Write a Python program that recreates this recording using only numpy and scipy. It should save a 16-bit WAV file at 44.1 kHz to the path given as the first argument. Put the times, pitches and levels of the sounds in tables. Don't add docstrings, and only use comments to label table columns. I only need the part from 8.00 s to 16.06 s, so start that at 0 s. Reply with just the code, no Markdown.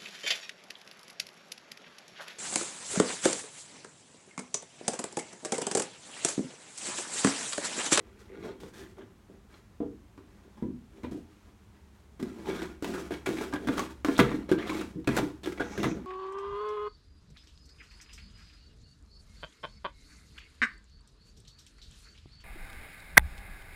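import sys
import numpy as np
from scipy import signal
from scipy.fft import rfft, irfft, next_fast_len
from scipy.io import wavfile
from scipy.ndimage import uniform_filter1d, map_coordinates

SR = 44100
rng = np.random.default_rng(int(sys.argv[2]) if len(sys.argv) > 2 else 0)


def put_to_file(sound):
    columns = np.atleast_2d(sound).T
    safe = np.clip(columns, -1, 1)
    whole_steps = np.round(safe * 32767)
    wavfile.write(sys.argv[1], SR, whole_steps.astype(np.int16))


N = 355442
TIME = np.arange(N) / SR

# mode_hz, relative_db, t60_s
JUG_MODES = [(154, -12, 0.15), (177.3, -10.5, 0.2), (224, 4, 0.062), (275.4, -8, 0.14), (308.3, 7, 0.11),
             (368.8, 7.5, 0.075), (422.5, -5.5, 0.067), (488.8, -8, 0.18), (563, -7, 0.039),
             (674, -21, 0.026), (918, 5, 0.068), (1010, 6.5, 0.068), (1174, 7.5, 0.05), (1340, 6, 0.057),
             (1463, 3.5, 0.12), (1629, 5, 0.1), (1980, 1.5, 0.045), (2240, 4, 0.032), (2460, -14, 0.035),
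             (3260, 3.5, 0.034), (3780, -1.5, 0.025), (4090, 0, 0.072), (5500, 3.5, 0.021)]
PANEL_TOP_HZ = 760
# frequency_hz, relative_db
CLACK_SPECTRUM = [(250, -1.5), (550, 7), (900, -5.5), (1500, -6.5), (2300, -6), (2900, -10.5), (3600, -6.5),
                  (5000, -28.5), (8000, -72)]
# frequency_hz, relative_db
TICK_SPECTRUM = [(1500, 5), (3500, 0), (5500, -1.5), (7500, -3.5), (10500, -8.5), (15500, -15)]
# time_s, room_db
ROOM_SHARE = [(0.5, -4), (1.8, -2), (3.1, -4), (4.5, -8), (8, -9.5)]


def amp(db):
    return 10 ** (np.asarray(db) / 20)


def unit(x):
    return x / np.sqrt(np.mean(x ** 2) + 1e-20)


def unit_attack(x):
    return x / np.sqrt(uniform_filter1d(x ** 2, SR // 100).max() + 1e-20)


def along(points, hz):
    f, v = np.transpose(points)
    return np.interp(np.log(hz + 1), np.log(f + 1), v)


def wobble(rate):
    return map_coordinates(rng.standard_normal(int(N * rate / SR) + 4), [TIME * rate])


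def filtered(x, response):
    m = next_fast_len(len(x) + SR // 4)
    return irfft(rfft(x, m) * response(np.fft.rfftfreq(m, 1 / SR)), m)[:len(x)]


def coloured(x, spectrum):
    return unit(filtered(x, lambda hz: amp(along(spectrum, hz))))


def add(track, s, sound):
    part = track[max(round(s * SR), 0):][:len(sound)]
    part += sound[:len(part)]


def room(x, wet_db):
    # frequency_hz, t60_s
    room_decay = [(100, 0.58), (290, 0.46), (560, 0.2), (800, 0.3), (1840, 0.23), (4850, 0.19),
                  (14000, 0.18)]
    hz, t, z = signal.stft(rng.standard_normal(SR // 2), SR, nperseg=256)
    tail = signal.istft(z * amp(-60 * t / along(room_decay, hz)[:, None]), SR, nperseg=256)[1]
    tail = np.pad(tail / np.linalg.norm(tail), (SR // 200, 0))
    return x + amp(wet_db) * signal.fftconvolve(x, tail)[:len(x)]


def blow(pitch_hz, clack_hz, crush, boom_db, clack_db, tick_db):
    # frequency_hz, relative_db
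    slap_spectrum = [(35, -28), (70, 5), (150, 21), (350, 21.5), (560, 0), (800, -24), (1150, -9),
                     (2000, -20), (4000, -66)]
    t = np.arange(SR // 3) / SR
    hz, db, t60 = np.transpose(JUG_MODES)
    hz = hz * (1 + 0.019 * rng.standard_normal(len(hz)))
    size = amp(db + 2 * rng.standard_normal(len(hz)))
    modes = size[:, None] * np.sin(2 * np.pi * hz[:, None] * t) * amp(-60 * t / t60[:, None])
    low = hz < PANEL_TOP_HZ

    def near(f, centre_hz, slope_db):
        return amp(-slope_db * np.abs(np.log2((f + 1) / centre_hz)))

    def burst(spectrum, decay):
        return coloured(rng.standard_normal(len(t)), spectrum) * amp(-60 * t / decay)

    crush = np.clip(crush, .0004, .02)
    give = 1 - np.exp(-t / crush)

    panel = np.sin(2 * np.pi * pitch_hz * t) * amp(-60 * t / 0.066)
    panel_modes = (near(hz, pitch_hz, slope_db=3.5) * low) @ modes
    flex = unit_attack(panel_modes) + 1.13 * unit_attack(panel)
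    slap = unit_attack(burst(slap_spectrum, decay=0.061))
    boom = (flex * (1 - np.exp(-t / 0.0029)) + 0.28 * slap) * give

    buckling = (rng.standard_normal(len(t)) * give * np.exp(-t / crush))[:SR // 10]
    dent = np.sin(2 * np.pi * clack_hz * t) * amp(-60 * t / .012)
    corner_modes = (near(hz, clack_hz, slope_db=11.0) * ~low) @ modes
    ring = unit_attack(corner_modes) + 1.02 * unit_attack(dent)
    crackle = burst(CLACK_SPECTRUM, decay=0.044 + 9 * crush)
    crackle = filtered(crackle, lambda f: near(f, clack_hz, slope_db=3.0)) * give
    buckled_ring = signal.fftconvolve(ring, buckling)[:len(t)]
    clack = unit_attack(buckled_ring) + 0.7 * unit_attack(crackle)

    tick = burst(TICK_SPECTRUM, decay=0.034 + 8 * crush) * give
    tick = tick + 2 * burst(TICK_SPECTRUM, decay=0.0067) * np.exp(-crush / 0.0019)

    levels = amp([boom_db, clack_db, tick_db])
    return levels @ [unit_attack(part) for part in (boom, clack, tick)]


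def knocks():
    # start_s, pitch_hz, clack_hz, crush_s, boom_db, clack_db, tick_db
    blows = [(0.442, 425, 664, 0.011, -39.5, -49, -57.5), (0.634, 446, 1600, 0.0004, -43.5, -50, -61),
             (0.982, 357, 980, 0.0027, -54, -51, -65), (1.008, 255, 1700, 0.004, -54, -57, -77),
             (1.3, 338, 900, .004, -58, -70, -80), (1.803, 295, 1060, 0.00041, -27.5, -57, -77),
             (1.824, 438, 810, 0.001, -37, -62, -76), (2.177, 293, 960, 0.0012, -48, -53.5, -63.5),
             (2.57, 225, 912, 0.0063, -49.5, -57.5, -67), (2.624, 246, 1300, 0.0012, -27, -57, -64),
             (2.655, 295, 900, 0.003, -42.5, -70, -79), (3.033, 250, 2150, 0.0019, -38, -51, -57),
             (3.039, 270, 970, 0.002, -39, -42, -69), (3.046, 403, 1550, 0.002, -48, -49, -65),
             (3.118, 307, 700, 0.002, -35.5, -60, -73), (3.146, 306, 700, 0.0023, -38, -65, -78),
             (3.48, 300, 1000, .003, -61, -66, -76), (3.75, 330, 1300, .003, -61, -67, -77),
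             (4.201, 252, 2200, 0.001, -39.5, -62, -55), (4.227, 245.6, 2100, 0.00095, -27.5, -47.5, -45.5),
             (4.487, 386, 805, 0.0019, -30.5, -55, -73), (4.597, 336, 1500, 0.0012, -48, -45, -54),
             (4.619, 340, 2530, 0.00091, -36, -39.5, -51), (4.628, 335, 1300, 0.00082, -41, -42, -47),
             (4.655, 351, 1210, 0.0021, -42, -50, -52), (4.824, 299, 1470, 0.00023, -34, -48, -46.5),
             (4.845, 294, 1530, 0.00023, -40, -34, -39.5), (4.859, 322, 1200, .0007, -39, -52, -72),
             (4.935, 292, 1340, 0.011, -38.5, -43, -46), (4.975, 323, 1190, 0.0062, -39, -43.5, -63),
             (5.107, 360, 1250, 0.0011, -31, -42.5, -54), (5.118, 332, 1580, 0.0028, -38, -40.5, -49),
             (5.138, 327, 2730, 0.0017, -41, -41.5, -53), (5.26, 374, 2220, 0.0032, -58, -34, -38.5),
             (5.271, 348, 2290, 0.00066, -27.5, -35, -49), (5.289, 332, 1670, 0.0012, -24.5, -41, -44),
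             (5.328, 298, 1200, .0006, -39, -57, -62), (5.385, 296, 2190, 0.0023, -34, -41, -58),
             (5.411, 378, 850, 0.0011, -38.5, -37, -43), (5.436, 322, 1400, 0.0025, -40, -42, -49),
             (5.526, 313, 980, 0.0006, -39, -41, -52), (5.536, 298, 1210, 0.0017, -29.5, -33.5, -42.5),
             (5.557, 290, 1720, 0.0019, -39, -38, -53), (5.672, 259, 1580, 0.0016, -27.5, -37, -41),
             (5.686, 299, 1680, 0.0003, -24, -29.5, -48), (5.692, 270, 900, 0.00077, -26, -40, -52),
             (5.78, 330, 1190, 0.0003, -49, -29.5, -42), (5.794, 360, 3220, 0.0004, -41, -34.5, -34.5),
             (6.047, 304, 980, 0.00035, -27.5, -27, -36.5), (6.085, 285, 1020, 0.0003, -20.5, -30.5, -47),
             (6.18, 393, 1140, 0.0013, -55, -37, -32), (6.191, 270, 1430, 0.00076, -17, -18, -27.5),
             (6.195, 394, 2030, 0.00076, -21, -21, -36), (6.2, 202, 2060, 0.0005, -19.5, -23.5, -27),
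             (6.219, 403, 1252, 0.00053, -28, -36, -50), (6.315, 282, 1180, 0.0011, -32, -39, -62),
             (6.342, 297, 1200, 0.0012, -24.5, -54, -62), (6.491, 360, 1010, 0.0017, -48, -41, -67),
             (6.515, 335, 1590, 0.00059, -16, -34, -39.5), (6.521, 400, 803, 0.0019, -27.5, -34.5, -45),
             (6.692, 316, 2250, 0.0051, -31, -35.5, -45), (6.748, 293, 1430, 0.0035, -34, -57, -64),
             (6.812, 299, 1140, 0.001, -33, -39, -45), (6.955, 170, 900, 0.0057, -35, -80, -85),
             (6.977, 306, 900, 0.016, -36, -80, -85), (7.045, 171, 3370, 0.00034, -68, -55, -62),
             (7.074, 326, 2440, 0.0011, -23.5, -27.5, -35.5), (7.09, 239, 1180, 0.00037, -28, -33, -45),
             (7.108, 318, 2400, 0.00093, -33, -42, -71), (7.167, 482, 1510, 0.00052, -31, -28, -31),
             (7.175, 400, 1500, 0.00022, -41, -29.5, -32.5),
             (7.185, 200, 1120, 0.0013, -27.5, -25.5, -37.5), (7.228, 295, 1210, 0.0035, -28, -44, -59),
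             (7.434, 310, 4120, 0.001, -48, -53, -49), (7.459, 376, 3000, 0.00032, -35.5, -38.5, -42.5),
             (7.472, 340, 1290, 0.0013, -28, -38, -48), (7.521, 346, 2100, 0.0019, -36.5, -43.5, -49),
             (7.596, 400, 686, 0.0076, -29.5, -32.5, -51), (7.606, 287, 1600, 0.0024, -34.5, -35.5, -51),
             (7.777, 386, 1750, 0.00075, -32.5, -36.5, -42.5),
             (7.831, 245, 1900, 0.0006, -33, -30.5, -38.5), (7.839, 387, 1230, 0.0029, -30, -29, -40),
             (7.854, 336, 1910, 0.0031, -34, -37.5, -50), (7.866, 260, 900, 0.0017, -32, -39, -59),
             (7.912, 326, 2400, .002, -33, -47, -64)]
    track = np.zeros(N)
    for s, *contact in blows:
        sound = np.pad(blow(*contact), (0, SR // 5))
        add(track, s, room(sound, wet_db=np.interp(s, *np.transpose(ROOM_SHARE))))
    return track


def pops():
    # start_s, pitch_hz, level_db
    pop_events = [(1.803, 655, -49), (1.803, 1040, -55), (1.804, 1890, -69), (1.823, 813, -56),
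                  (2.626, 966, -53), (2.626, 2030, -68), (3.04, 980, -49), (3.04, 2400, -58),
                  (5.108, 684, -42.5), (5.262, 2260, -40), (5.291, 670, -45), (5.527, 1660, -39),
                  (5.53, 1160, -40), (5.673, 1635, -43), (5.796, 1124, -35.5), (6.197, 1170, -26),
                  (6.198, 3700, -36.5), (6.517, 1580, -36), (6.698, 1065, -38), (7.075, 2514, -38.5),
                  (7.597, 1435, -33), (7.608, 1610, -40.5), (7.843, 2050, -40)]
    ring_t60_s, chatter_s = 0.053, 0.0069
    track, t = np.zeros(N), np.arange(SR // 2) / SR
    for s, hz, db in pop_events:
        chatter = rng.standard_normal(len(t)) * np.exp(-t / chatter_s)
        ring = np.sin(2 * np.pi * hz * t) * amp(-60 * t / ring_t60_s) * (1 - np.exp(-t / 0.00074))
        rattle = signal.fftconvolve(ring, chatter)[:len(t)]
        sound = unit_attack(ring) + 0.98 * unit_attack(rattle)
        wet_db = np.interp(s, *np.transpose(ROOM_SHARE))
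        add(track, s, amp(db) * room(unit_attack(sound), wet_db))
    return track


def thuds(hits, modes, attack_s, wet_db):
    track, t = np.zeros(N), np.arange(SR // 2) / SR
    for s, db in hits:
        thud = np.zeros(len(t))
        for hz, level, t60 in modes:
            thud += amp(level - 60 * t / t60) * np.sin(2 * np.pi * (hz * t + rng.random()))
        thud = unit_attack(thud * (1 - np.exp(-t / attack_s)))
        add(track, s, amp(db) * room(thud, wet_db))
    return track


def bodies():
    # start_s, level_db
    hollow_hits = [(1.803, -38), (1.824, -41.5), (5.11, -41), (5.272, -44), (5.69, -37), (6.085, -31.5),
                   (6.194, -19.5), (6.516, -35.5), (7.075, -30.5), (7.186, -34), (7.6, -36), (7.84, -36)]
    # mode_hz, relative_db, t60_s
    cavity_modes = [(402.5, 3, .15), (480.6, -2, 0.25), (667.5, -5, .13), (856, -24, 0.18),
                    (1190, -23, 0.17), (1375, -27, .28)]
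    # start_s, level_db
    wall_bumps = [(6.193, -26), (6.52, -53), (7.075, -31), (7.189, -39), (7.837, -30.5)]
    # mode_hz, relative_db, t60_s
    wall_modes = [(54, -2.5, 0.79), (76, -31, 0.33), (111, 1, 0.32), (130.4, 18, 0.19), (171.2, 11.5, 0.29)]
    # start_s, level_db
    floor_landings = [(0.385, -52), (0.63, -50), (1.804, -46.5), (2.626, -38), (2.655, -42), (3.036, -40.5),
                      (3.116, -42), (7.78, -39)]
    # mode_hz, relative_db, t60_s
    floor_modes = [(79, -1.5, 0.33), (104, -4, 0.091), (133, 3, 0.11), (159.6, -2.5, 0.18), (193, -0.5, .2)]
    cavity = thuds(hollow_hits, cavity_modes, attack_s=0.0033, wet_db=-12)
    wall = thuds(wall_bumps, wall_modes, attack_s=0.023, wet_db=-12.0)
    floor = thuds(floor_landings, floor_modes, attack_s=0.0068, wet_db=-12)
    return cavity + wall + floor


def slips(rate, spread_db):
    happens = rng.random(N) < rate / SR
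    return unit(happens * rng.standard_normal(N) * amp(spread_db * rng.standard_normal(N)))


def swell(s, rise, hold, release_db_per_s):
    t = np.maximum(TIME - s, 0)
    return np.minimum(t / max(rise, 1e-4), 1) * amp(-release_db_per_s * np.clip(t - rise - hold, 0, 1))


def scrape_gains():
    # start_s, hold_s, drum_db, rasp_db, hiss_db
    grabs = [(0.6, 0.013, -50, -67, -57), (4.193, 0.33, -47.5, -56.5, -65), (4.823, 0.2, -39, -48, -53),
             (5.106, 0.03, -58, -44.5, -56), (5.256, 0.18, -37.5, -44.5, -51), (5.5, 0.14, -41, -54, -62),
             (5.677, 0.11, -37, -42, -51), (6.053, 0.19, -41, -39.5, -50), (6.2, 0.055, -37, -33, -56),
             (6.488, 0.033, -36.5, -39, -57), (7.07, 0.12, -34.5, -39.5, -53),
             (7.147, 0.047, -38, -37.5, -46), (7.431, 0.072, -43, -54, -54), (7.571, 0.24, -45, -46.5, -62),
             (7.783, 0.068, -31.5, -38.5, -57)]
    # start_s, rise_s, hold_s, drum_db, rasp_db, hiss_db
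    drags = [(0.0, 0.0012, 0.006, -50.5, -56, -86), (0.03, .03, 0.23, -63, -61, -76.5),
             (0.18, 0.016, 0.0086, -65, -72, -64), (0.285, 0.013, 0.097, -49.5, -60, -85),
             (0.38, 0.036, 0.061, -44, -48, -65), (0.73, 0.0096, 0.065, -50.5, -69, -57.5),
             (0.965, 0.0074, 0.021, -47.5, -58, -90), (1.285, 0.01, 0.021, -52.5, -69, -88),
             (1.49, 0.014, 0.051, -60, -60, -68.5), (2.2, 0.1, 0.31, -66.5, -67, -78),
             (2.44, 0.013, 0.023, -56, -70, -80.5), (2.9, 0.036, 0.16, -56.5, -66, -73),
             (3.11, 0.0024, 0.0078, -41, -72, -58.5), (3.24, 0.011, 0.23, -80, -70, -75.5),
             (3.47, 0.011, .02, -75, -71, -77), (3.55, 0.018, 0.38, -89, -82, -83.5),
             (3.74, .012, .02, -66, -64, -80), (3.94, 0.01, 0.018, -77, -68, -73),
             (4.44, 0.021, 0.18, -39.5, -43, -54.5), (5.77, 0.0033, 0.016, -48, -36, -44.5),
             (6.24, 0.015, 0.068, -39.5, -42, -56), (6.3, 0.027, 0.093, -48.5, -50, -68),
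             (6.575, 0.0099, 0.1, -39.5, -38.5, -60), (6.66, 0.016, 0.14, -38, -43, -51),
             (7.92, 0.012, 0.04, -42.5, -50.5, -68)]
    release_rates = [166, 154, 151]
    grab_rise_s = .003
    strokes = [(s, grab_rise_s, *rest) for s, *rest in grabs] + list(drags)
    gains = np.zeros((3, N))
    for s, rise, hold, *levels_db in strokes:
        stroke = [amp(db) * swell(s, rise, hold, fall) for db, fall in zip(levels_db, release_rates)]
        gains = np.maximum(gains, stroke)
    return gains


def wandering_ring(drive, modes, wander_db):
    size = next_fast_len(N)
    spectrum, f = rfft(drive, size), np.fft.rfftfreq(size, 1 / SR)
    ring = np.zeros(N)
    for hz, db, t60 in modes:
        width = 2 * np.log(1000) / (np.pi * t60)
        response = 1j * f * width / (hz * hz - f * f + 1j * f * width)
        mode = irfft(spectrum * response, size)[:N]
        ring += amp(db + wander_db * wobble(22)) * unit(mode)
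    return unit(ring)


def gliding_ring(drive, hz, width_hz):
    turn = np.exp(2j * np.pi * np.cumsum(hz) / SR)
    pole = np.exp(-np.pi * width_hz / SR)
    return unit((turn * signal.lfilter([1], [1, -pole], drive / turn)).imag)


def creases():
    rate, size_spread_db = 170, 3
    centre_hz, spread_oct, decay_cycles = 1700, .65, 8
    track, t = np.zeros(N), np.arange(SR // 25) / SR
    count = int(rate * N / SR)
    starts = rng.uniform(0, N / SR, count)
    scatter = np.clip(rng.standard_normal((count, 2)), -2, 2)
    for s, (pitch, size) in zip(starts, scatter):
        cycles = centre_hz * 2 ** (spread_oct * pitch) * t
        snap = np.sin(2 * np.pi * cycles) * np.exp(-cycles / decay_cycles)
        add(track, s, amp(size_spread_db * size) * snap)
    return unit(track)


def scraping():
    # frequency_hz, relative_db
    drum_spectrum = [(50, -29), (110, -22), (180, 3.5), (290, -0.5), (400, 5), (520, -1.5), (750, -6),
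                     (1400, -46)]
    # time_s, pitch_hz
    drum_pitch = [(0.65, 452), (1.0, 343), (3.1, 299), (4.5, 342), (5.05, 350), (5.35, 305), (6.8, 325),
                  (7.5, 329)]
    rasp_top_hz = 4770
    drum_gain, rasp_gain, hiss_gain = scrape_gains()
    pressure = amp(2.3 * wobble(45))
    panels = [mode for mode in JUG_MODES if mode[0] < PANEL_TOP_HZ]
    corners = [mode for mode in JUG_MODES if mode[0] >= PANEL_TOP_HZ]

    catches = slips(rate=500, spread_db=1)
    crinkles = slips(rate=750, spread_db=2.5) * amp(2.7 * wobble(170))
    pile = slips(rate=9000, spread_db=2)

    bent_hz = np.interp(TIME, *np.transpose(drum_pitch)) * 2 ** (0.15 * wobble(18))
    bending = gliding_ring(catches, bent_hz, width_hz=36)
    drumming = wandering_ring(catches, panels, wander_db=0.5) + 0.84 * bending
    hollow = coloured(drumming, drum_spectrum) + .5 * coloured(catches, drum_spectrum)
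    grit = wandering_ring(crinkles, corners, wander_db=5)
    grit = grit + .65 * coloured(crinkles, CLACK_SPECTRUM) + .85 * creases()
    grit = filtered(grit, lambda hz: 1 / (1 + (hz / rasp_top_hz) ** 6) ** .5)

    drum = amp(-2.5) * drum_gain * unit(hollow)
    rasp = amp(-6.0) * rasp_gain * unit(grit)
    hiss = amp(1.5) * hiss_gain * coloured(pile, TICK_SPECTRUM)
    return room(pressure * (drum + rasp + hiss), wet_db=-5.0)


def skids():
    # start_s, length_s, first_hz, last_hz, level_db
    skid_events = [(0.28, 0.19, 2040, 2100, -66), (0.415, 0.11, 3700, 4050, -66),
                   (0.428, 0.062, 760, 596, -50.5), (0.417, 0.086, 2150, 2300, -64),
                   (0.597, 0.018, 3200, 3600, -66), (0.722, 0.15, 1660, 1790, -61.5),
                   (0.732, 0.11, 3580, 3400, -65), (4.442, 0.041, 790, 900, -48),
                   (4.454, 0.16, 3140, 3730, -57), (4.52, 0.087, 1100, 1650, -57),
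                   (4.596, 0.056, 1760, 1390, -52), (4.925, 0.086, 1530, 1270, -49),
                   (5.355, 0.063, 2200, 2300, -52), (5.401, 0.042, 1580, 1330, -45),
                   (5.788, 0.029, 1070, 1320, -44), (6.147, 0.022, 3300, 3700, -45),
                   (6.245, 0.094, 2040, 1800, -48), (6.573, 0.032, 2850, 3250, -49),
                   (6.579, 0.052, 1690, 2170, -44.5), (6.663, 0.0349, 3320, 3960, -51),
                   (6.686, 0.04, 1040, 1130, -42), (6.736, 0.078, 2170, 2530, -49.5),
                   (6.76, 0.042, 3450, 3740, -53), (7.432, 0.017, 3560, 3570, -47.5),
                   (7.894, 0.022, 2000, 2600, -54)]
    quality, edge_s = 9, .014
    track, slipping = np.zeros(N), slips(rate=1200, spread_db=3)
    for s, length, first_hz, last_hz, db in skid_events:
        t = np.arange(int((length + edge_s) * SR)) / SR
        drive = np.roll(slipping, -round(s * SR))[:len(t)]
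        pitch_hz = np.interp(t, [0, length], [first_hz, last_hz])
        rasp = gliding_ring(drive, pitch_hz, first_hz / quality)
        fade = np.minimum(np.minimum(t, t[-1] - t) / edge_s, 1)
        add(track, s, amp(db) * rasp * fade)
    return room(track, wet_db=-8.5)


def wall_rub(centre_hz=6100, width_hz=1700):
    # start_s, rise_s, hold_s
    wall_slide = (7.59, .17, .15)
    noise = rng.standard_normal(N)
    band = filtered(noise, lambda hz: 1 / (1 + ((hz - centre_hz) / width_hz * 2) ** 2))
    return amp(-54.5) * swell(*wall_slide, release_db_per_s=222) * unit(band * amp(wobble(40)))


def background():
    # pitch_hz, level_db
    hum_tones = [(70, -57), (102.3, -76)]
    # frequency_hz, relative_db
    air_spectrum = [(15, -42), (28, -19), (48, 7), (68, 2), (104, 4), (146, -8), (204, 1.5), (262, -11.5),
                    (410, -10.5), (500, -17.5), (1030, -18.5), (4940, -32), (6540, -32), (16000, -42.5)]
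    hum = np.zeros(N)
    for hz, db in hum_tones:
        hum += amp(db) * np.sqrt(2) * np.sin(2 * np.pi * hz * TIME + .5 * wobble(27.0))
    approach = amp(np.interp(TIME, (3.2, 4.7), [-11, 3]))
    return approach * hum + amp(-57) * coloured(rng.standard_normal(N), air_spectrum)


def scene():
    jug = knocks() + pops() + bodies() + scraping() + skids()
    return (jug + wall_rub() + background())[None]


def record(dry):
    top_hz = 16000
    return np.array([filtered(channel, lambda hz: hz < top_hz) for channel in dry])


dry = scene()
out = record(dry)
put_to_file(out)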